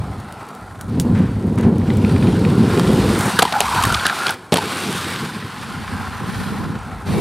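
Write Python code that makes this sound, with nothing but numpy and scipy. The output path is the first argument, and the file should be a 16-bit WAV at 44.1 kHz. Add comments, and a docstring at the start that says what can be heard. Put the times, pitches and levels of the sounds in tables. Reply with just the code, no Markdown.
"""Inline skater grinding a ledge in wind

An inline skater rolls in over paving, hops on a concrete ledge, grinds along it, drops off and rolls away.
Wheels are rough-ground noise exciting the modes of the frame; knocks, joints and ticks are decaying bursts.
The grind is irregular slipping heard through moving resonances, with a short squeal.
Gusts are shaped noise buffeting a microphone close by, which overloads on the hardest clacks.
Duller, more distant rolling lies beneath, and a thin echo follows the skate's knocks, grind and scuffs."""
import sys
import numpy as np
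from scipy import signal
from scipy.fft import rfft, irfft, next_fast_len
from scipy.io import wavfile
from scipy.ndimage import uniform_filter1d

SR = 44100
rng = np.random.default_rng(int(sys.argv[2]) if len(sys.argv) > 2 else 0)


def wav_record(signal):
    """Record a signal, one row per channel, as 16-bit PCM in the file named by sys.argv[1]."""
    frames = np.transpose(np.atleast_2d(signal))
    bounded = np.clip(frames, -1, 1)
    # unit amplitude maps onto the largest positive 16-bit level
    quanta = np.round(bounded * 32767).astype(np.int16)
    wavfile.write(sys.argv[1], SR, quanta)


N = 317740
T = np.arange(N) / SR


def amp(db):
    """Decibel law: the amplitude ratio of a level."""
    return 10 ** (np.asarray(db) / 20)


def evened(x):
    """Normalization by energy: scales x to rms 1."""
    return x / np.sqrt(np.mean(x ** 2) + 1e-20)


def peaked(x):
    """Normalization by peak: scales x to a largest excursion of 1."""
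    return x / abs(x).max()


def columns(rows):
    """Linear interpolation: each column after the time becomes a curve over all samples."""
    s, *values = np.transpose(rows)
    return [np.interp(T, s, v) for v in values]


def colour(x, points):
    """Spectral shaping: weights x in frequency and sets its rms to 1."""
    f, db = np.transpose(points)
    size = next_fast_len(len(x))
    hz = np.fft.rfftfreq(size, 1 / SR)
    gain = amp(np.interp(np.log(hz + 1), np.log(f), db))
    return evened(irfft(rfft(x, size) * gain, size)[:len(x)])


def band(x, lo_hz, hi_hz):
    """Band-pass filtering between two corner frequencies."""
    return signal.sosfilt(signal.butter(2, [lo_hz, hi_hz], "bandpass", fs=SR, output="sos"), x)


def resonate(x, hz, width):
    """Heterodyne resonance of gain 1: shifts the curve hz down to zero, smooths, and shifts back."""
    turn = np.exp(2j * np.pi * np.cumsum(hz * np.ones(len(x))) / SR)
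    r = np.exp(-np.pi * width / SR)
    return 2 * (turn * signal.lfilter([1 - r], [1, -r], x / turn)).real


def lumps(hz):
    """Low-passed noise: a slow random curve of rms 1, changing up to about hz times a second."""
    return evened(signal.sosfilt(signal.butter(2, hz, fs=SR, output="sos"), rng.standard_normal(N)))


def swell(s, rise_s, fall_s):
    """Bell-shaped envelope: a rise to 1 at time s and a fall after it."""
    return np.exp(-((T - s) / np.where(T < s, rise_s, fall_s)) ** 2)


def drifting(x, depth_db):
    """Random spectral modulation in patches some 260 Hz wide and a tenth of a second long."""
    z = signal.stft(x, nperseg=512, noverlap=384)[2]
    patches = uniform_filter1d(rng.standard_normal(z.shape[::-1]), size=40, axis=0)  # along time
    patches = uniform_filter1d(patches, size=3, axis=1)  # along frequency
    return signal.istft(z * amp(depth_db * evened(patches).T), nperseg=512, noverlap=384)[1][:N]


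# Strength of the gusts. Each row: time in seconds, rumble level in dB before its random lumps.
GUSTS = [(0.0, -28.5), (0.272, -37), (0.288, -41.5), (0.722, -40.5), (0.88, -32), (0.89, -24), (0.98, -15),
         (1.22, -15.5), (1.33, -25), (1.68, -11), (1.8, -17.5), (2.14, -14), (3.13, -17), (3.25, -22.5),
         (3.28, -16.5), (3.32, -39), (3.35, -19), (3.38, -29), (3.46, -36.5), (3.712, -35), (3.88, -20),
         (3.924, -30), (4.018, -40), (4.31, -39), (4.34, -41.5), (4.52, -47), (4.6, -31.5), (4.91, -28),
         (4.97, -31.5), (5.37, -30.5), (5.4, -34), (5.45, -26.5), (5.49, -36), (5.81, -30), (5.87, -39.5),
         (5.92, -27), (6.18, -38), (6.21, -28.5), (6.74, -24.5), (6.83, -43), (6.88, -33), (6.95, -35),
         (7.05, -36), (7.07, -23.5), (7.186, -17.5), (7.2, -18)]
# Slow change of the wind's colour. Each row: time in seconds, flutter above the rumble in dB, boom level in dB
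# before its lumps.
WIND_COLOUR = [(0, -13, -25), (.5, -3, -49.5), (.95, -12.5, -26), (2.0, -9.5, -26), (2.7, -6.5, -30),
               (3.08, -1.5, -21), (3.4, -11.5, -48), (3.6, -12, -40), (3.75, -5, -31), (3.89, -11, -20),
               (3.97, -5, -31), (4.2, 2, -57), (4.9, -2.5, -53), (5.5, -9, -48), (5.8, -12.5, -35),
               (7.0, -9.5, -34), (7.2, -6, -31)]
# Spectra of the three wind bands. Each row: frequency in Hz, relative density in dB per Hz.
RUMBLE_SPECTRUM = [(30, -72), (60, -67), (90, 0), (110, -3.5), (145, -1), (195, 1), (244, -2), (300, -12),
                   (420, -46), (1500, -120)]
FLUTTER_SPECTRUM = [(100, -60), (280, 1), (360, 5.5), (500, 0), (600, -10), (1000, -11.5), (4000, -110)]
BOOM_SPECTRUM = [(15, -70), (35, -27), (60, -10.5), (85, -10), (110, -6), (400, -110)]
# How much the two ports differ as the microphone turns, against the sound they share; also used by rolling.
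# Each row: time in seconds, wind difference in dB, treble difference in dB against the grit.
PORT_DIFFERENCE = [(0, -43, -35), (.85, -16, -10), (.92, -68, -70), (3.3, -68, -47), (3.85, -17, -41),
                   (4.5, -56, -24), (5.1, -64, -14), (5.6, -11.5, -3.5), (6.6, -7.5, 8.5), (6.75, -11, -9),
                   (7.05, -18, -2), (7.1, -6.5, 7)]


def wind():
    """Turbulence noise: eddies burst on the ports, part differing left to right. Returns mid and side."""
    rumble_db, = columns(GUSTS)
    flutter_db, boom_db = columns(WIND_COLOUR)
    difference_db, _ = columns(PORT_DIFFERENCE)
    lumpy = amp(2.01 * lumps(43.4))
    boom_gain = amp(boom_db + 1.5 * lumps(5.8))

    def eddies():
        """Independent turbulence under a shared envelope."""
        rumble = colour(rng.standard_normal(N), RUMBLE_SPECTRUM)
        flutter = amp(flutter_db) * colour(rng.standard_normal(N), FLUTTER_SPECTRUM)
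        boom = boom_gain * colour(rng.standard_normal(N), BOOM_SPECTRUM)
        return lumpy * (amp(rumble_db) * (rumble + flutter) + boom)

    mid = eddies()
    return mid, eddies() * amp(difference_db)


def gravel(per_s, spread_db, share, lump_db):
    """Roughness excitation: a steady rub plus sparse stones of uneven size, both lumpy."""
    stones = amp(spread_db * np.minimum(rng.exponential(1, N), 4)) * (rng.random(N) < per_s / SR)
    rub = rng.standard_normal(N) + share * evened(stones * rng.choice([-1., 1.], N))
    return rub * amp(lump_db * lumps(32.0))


SNAPS_PER_S, SNAP_RMS_DB, SNAP_SPREAD_DB = 130., -7., 4.


def snaps():
    """Shot noise: single grains crushed under a wheel give bright brief bursts of uneven size."""
    t = np.arange(200) / SR
    sizes = amp(SNAP_SPREAD_DB * np.minimum(rng.exponential(1, N), 3))
    grains = sizes * (rng.random(N) < SNAPS_PER_S / SR)
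    envelope = signal.oaconvolve(grains, amp(-60 * t / 0.0044))[:N]
    return amp(SNAP_RMS_DB) * evened(envelope * rng.standard_normal(N))


NEAR_DB = -30  # tread hiss level at which the next two levels hold
HUM_DB, HUM_FOLLOWS = -30, 0.83  # frame hum, and its change in dB per dB of hiss
FIZZ_DB, FIZZ_FOLLOWS = -38., 1.25  # grit, likewise
AIR_DB = -57  # faint treble floor
# swell as the skates pass the microphone
PASS_S, PASS_RISE_S, PASS_FALL_S, PASS_HUM_DB, PASS_FIZZ_DB = 3.26, 0.089, 0.068, 9, 6
# Wheels on the ground, louder as they come near, faint in the air.
# Each row: time in seconds, tread hiss level in dB.
ROLL = [(0, -47), (.36, -48), (.88, -54.5), (.89, -47.5), (1.2, -47), (1.7, -51.5), (1.92, -41),
        (2.12, -37.5), (2.56, -36.5), (2.75, -31.5), (3.1, -29.5), (3.36, -28.5), (3.54, -32),
        (3.74, -26.5), (3.92, -27.5), (4.15, -30.5), (4.2, -27.5), (4.318, -31), (4.335, -36),
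        (4.37, -45.5), (4.51, -52.5), (4.55, -32.5), (4.72, -28.5), (4.99, -28), (5.21, -32.5), (5.44, -39),
        (5.71, -38), (6.23, -40), (6.3, -37.5), (6.38, -36), (6.45, -37), (6.55, -40), (7.05, -48.5),
        (7.07, -37), (7.2, -33.5)]
# Duller rolling further off, heard through the same modes.
# Each row: time in seconds, level in dB, tilt of the modes in dB per octave.
FAR_ROLL = [(0, -36.5, -7), (.45, -37, -3.5), (.88, -41.5, -3), (1.1, -41.5, -1.5), (1.8, -44, -1),
            (3.0, -39, 1.5), (4.5, -43, -0.5), (5.2, -47, 6), (5.75, -36.5, 4), (6.05, -32, 3),
            (6.35, -34.5, 6.5), (6.85, -35, -0.5), (7.05, -37.5, -0.5), (7.2, -29, -9)]
# Modes of skate frame and boot.
# Each row: frequency in Hz, relative width in Hz (widened by 1.81 below), gain in dB.
FRAME_MODES = [(540, 315, -5.5), (810, 115, 8), (1043, 96, 5), (1320, 120, 9.5), (1544, 613, -3.5)]
# Spectra of tread hiss, crushed grit and port difference.
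# Each row: frequency in Hz, relative density in dB per Hz.
TREAD_SPECTRUM = [(500, -60), (1200, 3.5), (1800, -3.5), (2300, 2), (3400, 0), (4500, -1.5), (5600, -9),
                  (7500, -33), (14000, -54)]
GRIT_SPECTRUM = [(3500, -63), (5800, -8), (7000, -3.5), (9000, 0), (10500, -5.5), (11800, -8.5),
                 (13000, -10), (15600, -19), (16100, -50)]
PORT_SPECTRUM = [(500, -28), (2500, -20), (4000, -13), (8000, -4.5), (11000, 9.5), (15600, -14),
                 (16100, -50)]


def rolling():
    """Modal excitation: the ground shakes the frame; tread and grit add hiss. Returns mid and side."""
    hiss_db, = columns(ROLL)
    far_db, tilt_db = columns(FAR_ROLL)
    _, difference_db = columns(PORT_DIFFERENCE)
    close = swell(PASS_S, PASS_RISE_S, PASS_FALL_S)
    near_gain = amp(HUM_DB + HUM_FOLLOWS * (hiss_db - NEAR_DB) + PASS_HUM_DB * close)
    hum_gain = np.hypot(near_gain, amp(far_db))
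    fizz_gain = amp(FIZZ_DB + FIZZ_FOLLOWS * (hiss_db - NEAR_DB) + PASS_FIZZ_DB * close)
    fizz_gain = np.hypot(fizz_gain, amp(AIR_DB))

    ground = gravel(per_s=500., spread_db=3., share=0.25, lump_db=1.6)
    hum = np.zeros(N)
    for k, (hz, width, db) in enumerate(FRAME_MODES):
        mode = resonate(resonate(ground, hz, 1.81 * width), hz, 1.81 * width)
        tilt = tilt_db * np.log2(hz / FRAME_MODES[2][0])
        hum += (-1) ** k * amp(db + tilt) * mode  # neighbouring modes in opposite phase

    fine = evened(ground + 0.82 * gravel(per_s=110.0, spread_db=0.5, share=0.49, lump_db=0.0))
    crushed = snaps()
    hiss = amp(hiss_db) * colour(fine + 0.4 * crushed, TREAD_SPECTRUM)
    fizz = fizz_gain * colour(fine + crushed, GRIT_SPECTRUM)
    # for rolling, the ports differ only at short wavelengths
    aside = fizz_gain * amp(difference_db) * colour(rng.standard_normal(N), PORT_SPECTRUM)
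    return drifting(hum_gain * evened(hum) + hiss + fizz, depth_db=1.36), aside


FAINT_PER_S, FAINT_DB, FAINT_SPREAD_DB = 8., -38, 4.  # many more ticks, barely heard; relative level
TAIL_DB, TAIL_FOLLOWS = -17, 0.68  # tail of a 0 dB tick, and its extra change in dB per dB of the tick
# Dry treble ticks. Each row: start in seconds, relative level in dB.
TICKS = [(0.2014, -25), (0.3244, -18.5), (0.4888, -21.5), (0.55, -21.5), (0.8112, -11), (0.844, -31),
         (0.8964, -29), (0.9989, -1.5), (1.0532, -29), (1.0886, -42), (1.1882, -23), (1.412, -33),
         (1.4688, -28), (1.497, -34), (1.586, -18.5), (1.611, -19), (1.783, -22), (1.971, -14.5),
         (2.204, -32), (2.346, -24), (2.395, -20), (2.4401, -26), (2.6092, -32), (2.6958, -25), (2.92, -21),
         (2.9314, -14), (3.0905, -15), (3.19, -8), (3.2088, -7), (3.6602, -20), (3.826, -6), (3.853, -3),
         (3.87, -10), (3.893, -17), (4.1571, -18), (4.1895, -16), (4.307, -6), (4.332, -31), (4.342, -17),
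         (5.1038, -12), (6.4118, -28)]
# Spectrum of the ticks. Each row: frequency in Hz, relative density in dB per Hz.
TICK_SPECTRUM = [(710, -44), (1200, -14), (4000, -5), (5070, -7.5), (7020, -4), (7660, -8), (9410, -1.5),
                 (16000, -16)]


def ticks():
    """Impulsive noise: a snap falling 60 dB in 10 ms, with a faint hissing tail."""
    out, t = np.zeros(N + 3000), np.arange(3000) / SR
    snap, tail = amp(-60 * t / 0.01), amp(-60 * (t / 0.066) ** 2)
    for s, db in TICKS:
        envelope = amp(db) * (snap + amp(TAIL_DB + TAIL_FOLLOWS * db) * tail)
        out[round(s * SR):][:len(t)] += envelope * rng.standard_normal(len(t))
    sizes = amp(FAINT_DB + FAINT_SPREAD_DB * np.minimum(rng.exponential(1, N), 3))
    faint = sizes * (rng.random(N) < FAINT_PER_S / SR)
    out = out[:N] + signal.oaconvolve(faint, snap)[:N] * rng.standard_normal(N)
    level = np.sqrt(np.mean(out ** 2))
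    return amp(-13.0) * level * colour(out, TICK_SPECTRUM)


# A skate scuffs as it pushes off.
# Each row: start in seconds, initial level in dB, 60 dB decay time in seconds.
SCUFFS = [(1.148, -31.5, 0.89), (1.5764, -29, 0.37), (1.6294, -30.5, 0.34)]


def scuffs():
    """Friction noise with exponential decay: a sudden rasp that fades as the wheel bites."""
    out, t = np.zeros(N), np.arange(SR // 2) / SR
    for s, db, t60 in SCUFFS:
        rasp = evened(band(rng.standard_normal(len(t)), 430.0, 1870.0))
        bright = evened(band(rng.standard_normal(len(t)), 4700.0, 9300.0))
        rasp += 0.15 * bright * amp(-60 * t / 0.22)
        out[round(s * SR):][:len(t)] += amp(db - 60 * t / t60) * rasp
    return out


# Wheels clicking over joints and chips. Each row: start in seconds, level of the ring in dB, ring in Hz.
JOINTS = [(1.8163, -31, 1950), (1.8787, -39, 1490), (1.903, -20.5, 2000), (2.048, -20.5, 2480),
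          (2.0967, -22, 1900), (2.163, -20.5, 2370), (2.2119, -37, 2170), (2.226, -23.5, 2520),
          (2.2702, -22, 2440), (2.38, -28, 1500), (2.45, -19, 2470), (2.504, -23, 1500), (2.775, -19, 2490),
          (3.1572, -26, 1520), (3.211, -24, 1800), (3.479, -17, 1890), (3.851, -12, 1770),
          (3.9968, -16, 3400), (4.088, -18, 3220), (4.0978, -12, 1660), (4.156, -25, 1950),
          (4.2203, -19, 1660), (4.282, -13, 3370), (5.426, -26, 1740), (5.878, -25, 2260),
          (6.7545, -29, 1750)]


def joints():
    """Impact on damped modes: a hard wheel drops on an edge and rings, with the axle's higher mode."""
    out, t = np.zeros(N), np.arange(1500) / SR
    envelope = amp(-60 * t / 0.017) * np.minimum(t / 0.00016, 1)
    for s, db, hz in JOINTS:
        ring = np.sin(2 * np.pi * hz * t)
        axle = 0.33 * np.sin(2 * np.pi * 3800.0 * t + 2 * np.pi * rng.random())
        clatter = 2.5 * band(rng.standard_normal(len(t)), 640.0, 2520.0)
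        out[round(s * SR):][:len(t)] += amp(db) * envelope * (ring + axle + clatter)
    return out


HOLD = 0.16  # the rattle holds for this share of its t60
RING_WIDTH = 0.26  # width of the first ring filter as a share of its pitch; the second is twice as wide
AXLE_HZ, AXLE_WIDTH_HZ, AXLE_SHARE = 3190, 780, 0.27  # the axle rings within each slap
# full weight comes down at the landing; thud levels are against the ring
LANDING_S, THUD_DB, LANDING_THUD_DB, SETTLE_DB_PER_S = 4.515, -14.5, 9, -300.
# Skate knocks. Each row: start in seconds, ring peak in dB, ring in Hz, slap above the ring in dB,
# crack above the ring in dB, 60 dB decay time of the rattle in seconds after its hold.
CLACKS = [(2.796, -11, 1270, 2, 1, 0.014), (3.3899, 3.5, 1420, -0.5, -1, 0.034),
          (3.4216, -9, 880, 11, -8, 0.0089), (3.4242, -1, 810, 2, 3, 0.029),
          (3.452, -7.5, 940, -2, -11, 0.02), (3.524, -12, 810, 5.5, -1, 0.03),
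          (3.605, -8.5, 800, 12.5, 17, 0.011), (3.612, -10, 795, 3.5, -15, .022),
          (3.748, -12, 870, -2, 0, .026), (3.837, -9, 1090, 5, 6.5, 0.025), (3.924, -9, 1320, 3, 2, 0.02),
          (3.944, -14.5, 1260, 10, -3, 0.029), (4.053, -5.5, 1470, -3.5, -19, 0.057),
          (4.066, -10.5, 1530, 11.5, 11.5, 0.014), (4.267, -12, 1320, 6.5, 0, 0.014),
          (4.293, -12.5, 810, 5, -11, 0.027), (4.5222, -15.5, 900, 10, 4, .025),
          (4.5293, -15, 730, 7, 7, 0.03), (4.5403, -10.5, 780, 9.5, 12, 0.022),
          (4.558, -11, 1320, 5, -8, 0.012), (4.563, -14, 1170, 5, -10, 0.012),
          (4.57, -15.5, 845, 9, 6, 0.023), (4.5815, -12, 890, -0.5, -6, 0.045),
          (5.1607, -21, 1800, 8, -2, 0.016)]


def clacks():
    """Impact on a resonator: a rattling burst rings the plastic, with slap and crack on top, thud below."""
    out, t = np.zeros(N + 6000), np.arange(6000) / SR
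    for s, db, hz, slap_db, crack_db, t60 in CLACKS:
        fade = amp(-60 * np.maximum(t - HOLD * t60, 0) / t60) * np.minimum(t / 0.00022, 1)
        contact = 9.1 * (np.arange(len(t)) == 10)
        burst = (rng.standard_normal(len(t)) + contact) * fade  # first contact within the rattle
        ring = resonate(burst, hz, RING_WIDTH * hz)
        ring = resonate(ring, hz, 2 * RING_WIDTH * hz) * np.sqrt(fade)
        axle = peaked(resonate(burst * fade, AXLE_HZ, AXLE_WIDTH_HZ))
        slap = peaked(band(burst * fade, 1700., 5000.)) + AXLE_SHARE * axle
        crack = band(burst * fade ** 2, 4500., 12000.)
        # boot and slab
        thud = -np.sin(2 * np.pi * 193.0 * t) * amp(-60 * t / 0.073)
        thud -= 0.54 * np.sin(2 * np.pi * 433.0 * t) * amp(-60 * t / 0.037)
        thud += 1.35 * peaked(band(rng.standard_normal(len(t)) * amp(-60 * t / 0.049), 194.0, 680.0))
        thud_db = THUD_DB if s < LANDING_S else LANDING_THUD_DB + SETTLE_DB_PER_S * (s - LANDING_S)
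        sound = peaked(ring) + amp(slap_db) * peaked(slap) + amp(crack_db) * peaked(crack)
        sound += amp(thud_db) * thud
        out[round(s * SR):][:len(t)] += amp(db) * sound
    return band(out[:N], 80.0, 10700.0)


SQUEAL_S, SQUEAL_RISE_S, SQUEAL_FALL_S = 3.568, .022, .014
SQUEAL_DB, SQUEAL_HZ, SQUEAL_ROUGH = -14., 812., .3  # rough: rms of the noisy part against the tone
# Sole plate sliding on the edge. Each row: time in seconds, chatter level in dB,
# high strand above the low one in dB, low strand in Hz, high strand in Hz (both waver about these).
GRIND = [(3.34, -53, 10, 900, 1400), (3.375, -32.5, 10, 880, 1480), (3.41, -29, -6, 855, 1440),
         (3.49, -27, -8, 814, 1410), (3.51, -45, -11, 805, 1400), (3.535, -28.5, 2.5, 810, 1350),
         (3.625, -27, -6, 840, 1270), (3.67, -19, -20, 976, 1250), (3.75, -20, -14, 920, 1300),
         (3.81, -18, -2, 870, 1330), (3.85, -24.5, 0, 1040, 1380), (3.92, -29, 6.5, 990, 1350),
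         (4.0, -35, 10.5, 860, 1340), (4.055, -41, 14, 815, 1540), (4.11, -30, 8.5, 800, 1450),
         (4.155, -38, 6, 795, 1420), (4.22, -31.5, 7.5, 810, 1340), (4.27, -33.5, 11.5, 810, 1400),
         (4.315, -34.5, 12, 834, 1580), (4.328, -45, 14, 800, 1480)]


def grind():
    """Stick-slip friction: random slips through two moving plate resonances, and a short wavering squeal."""
    low_db, tilt_db, low_hz, high_hz = columns(GRIND)
    touching = (T > GRIND[0][0]) & (T < GRIND[-1][0])
    on = uniform_filter1d(touching * 1., size=400)  # softens the two ends
    slips = gravel(per_s=250., spread_db=4.5, share=1.1, lump_db=1.0)
    waver = 1 + 0.056 * lumps(25.0)  # the contact patch shifts
    low = evened(resonate(resonate(slips, low_hz * waver, 150.0), low_hz * waver, 170.0))
    high = evened(resonate(resonate(slips, high_hz * waver, 210.0), high_hz * waver, 210.0))
    chatter = on * amp(low_db) * (low + amp(tilt_db) * high)

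    wobble = 1 + 0.012 * lumps(39.4)
    tone = np.sqrt(2) * np.sin(2 * np.pi * np.cumsum(SQUEAL_HZ * wobble) / SR)
    squeal = tone + SQUEAL_ROUGH * evened(resonate(slips, SQUEAL_HZ, 80.0))
    squeal *= swell(SQUEAL_S, SQUEAL_RISE_S, SQUEAL_FALL_S) * amp(SQUEAL_DB + 0.96 * lumps(90.))
    return chatter + squeal


def plaza(x):
    """Sparse reverberation: glass fronts throw back a thin tail of random-signed taps, dying away."""
    t = np.arange(SR // 2) / SR
    taps = rng.choice([-1., 1.], len(t)) * (rng.random(len(t)) < .05)
    taps = taps * amp(-60 * t / 0.11) * (t > .008)
    return signal.fftconvolve(x, taps / np.linalg.norm(taps))[:N]


def scene():
    """Superposition: sums all sources and turns mid and side into left and right."""
    gusts, gusts_aside = wind()
    wheels, wheels_aside = rolling()
    skate = clacks() + grind() + joints() + scuffs()
    mid = gusts + wheels + skate + amp(-20.5) * plaza(skate) + ticks()
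    side = gusts_aside + wheels_aside
    return np.array([mid + side, mid - side])


def record(dry):
    """Soft saturation: the preamplifier flattens the hardest peaks; then the band limit."""
    # small capsule: weak bass
    dry = signal.sosfilt(signal.butter(2, 45., "highpass", fs=SR, output="sos"), dry)
    ceiling = .88
    loud = dry / (1 + abs(dry / ceiling) ** 8.) ** .125
    lowpass = signal.firwin(255, 16300, window=("kaiser", 9), fs=SR)  # edge in Hz
    return signal.oaconvolve(loud, lowpass[None], "same")


dry = scene()
out = record(dry)
wav_record(out)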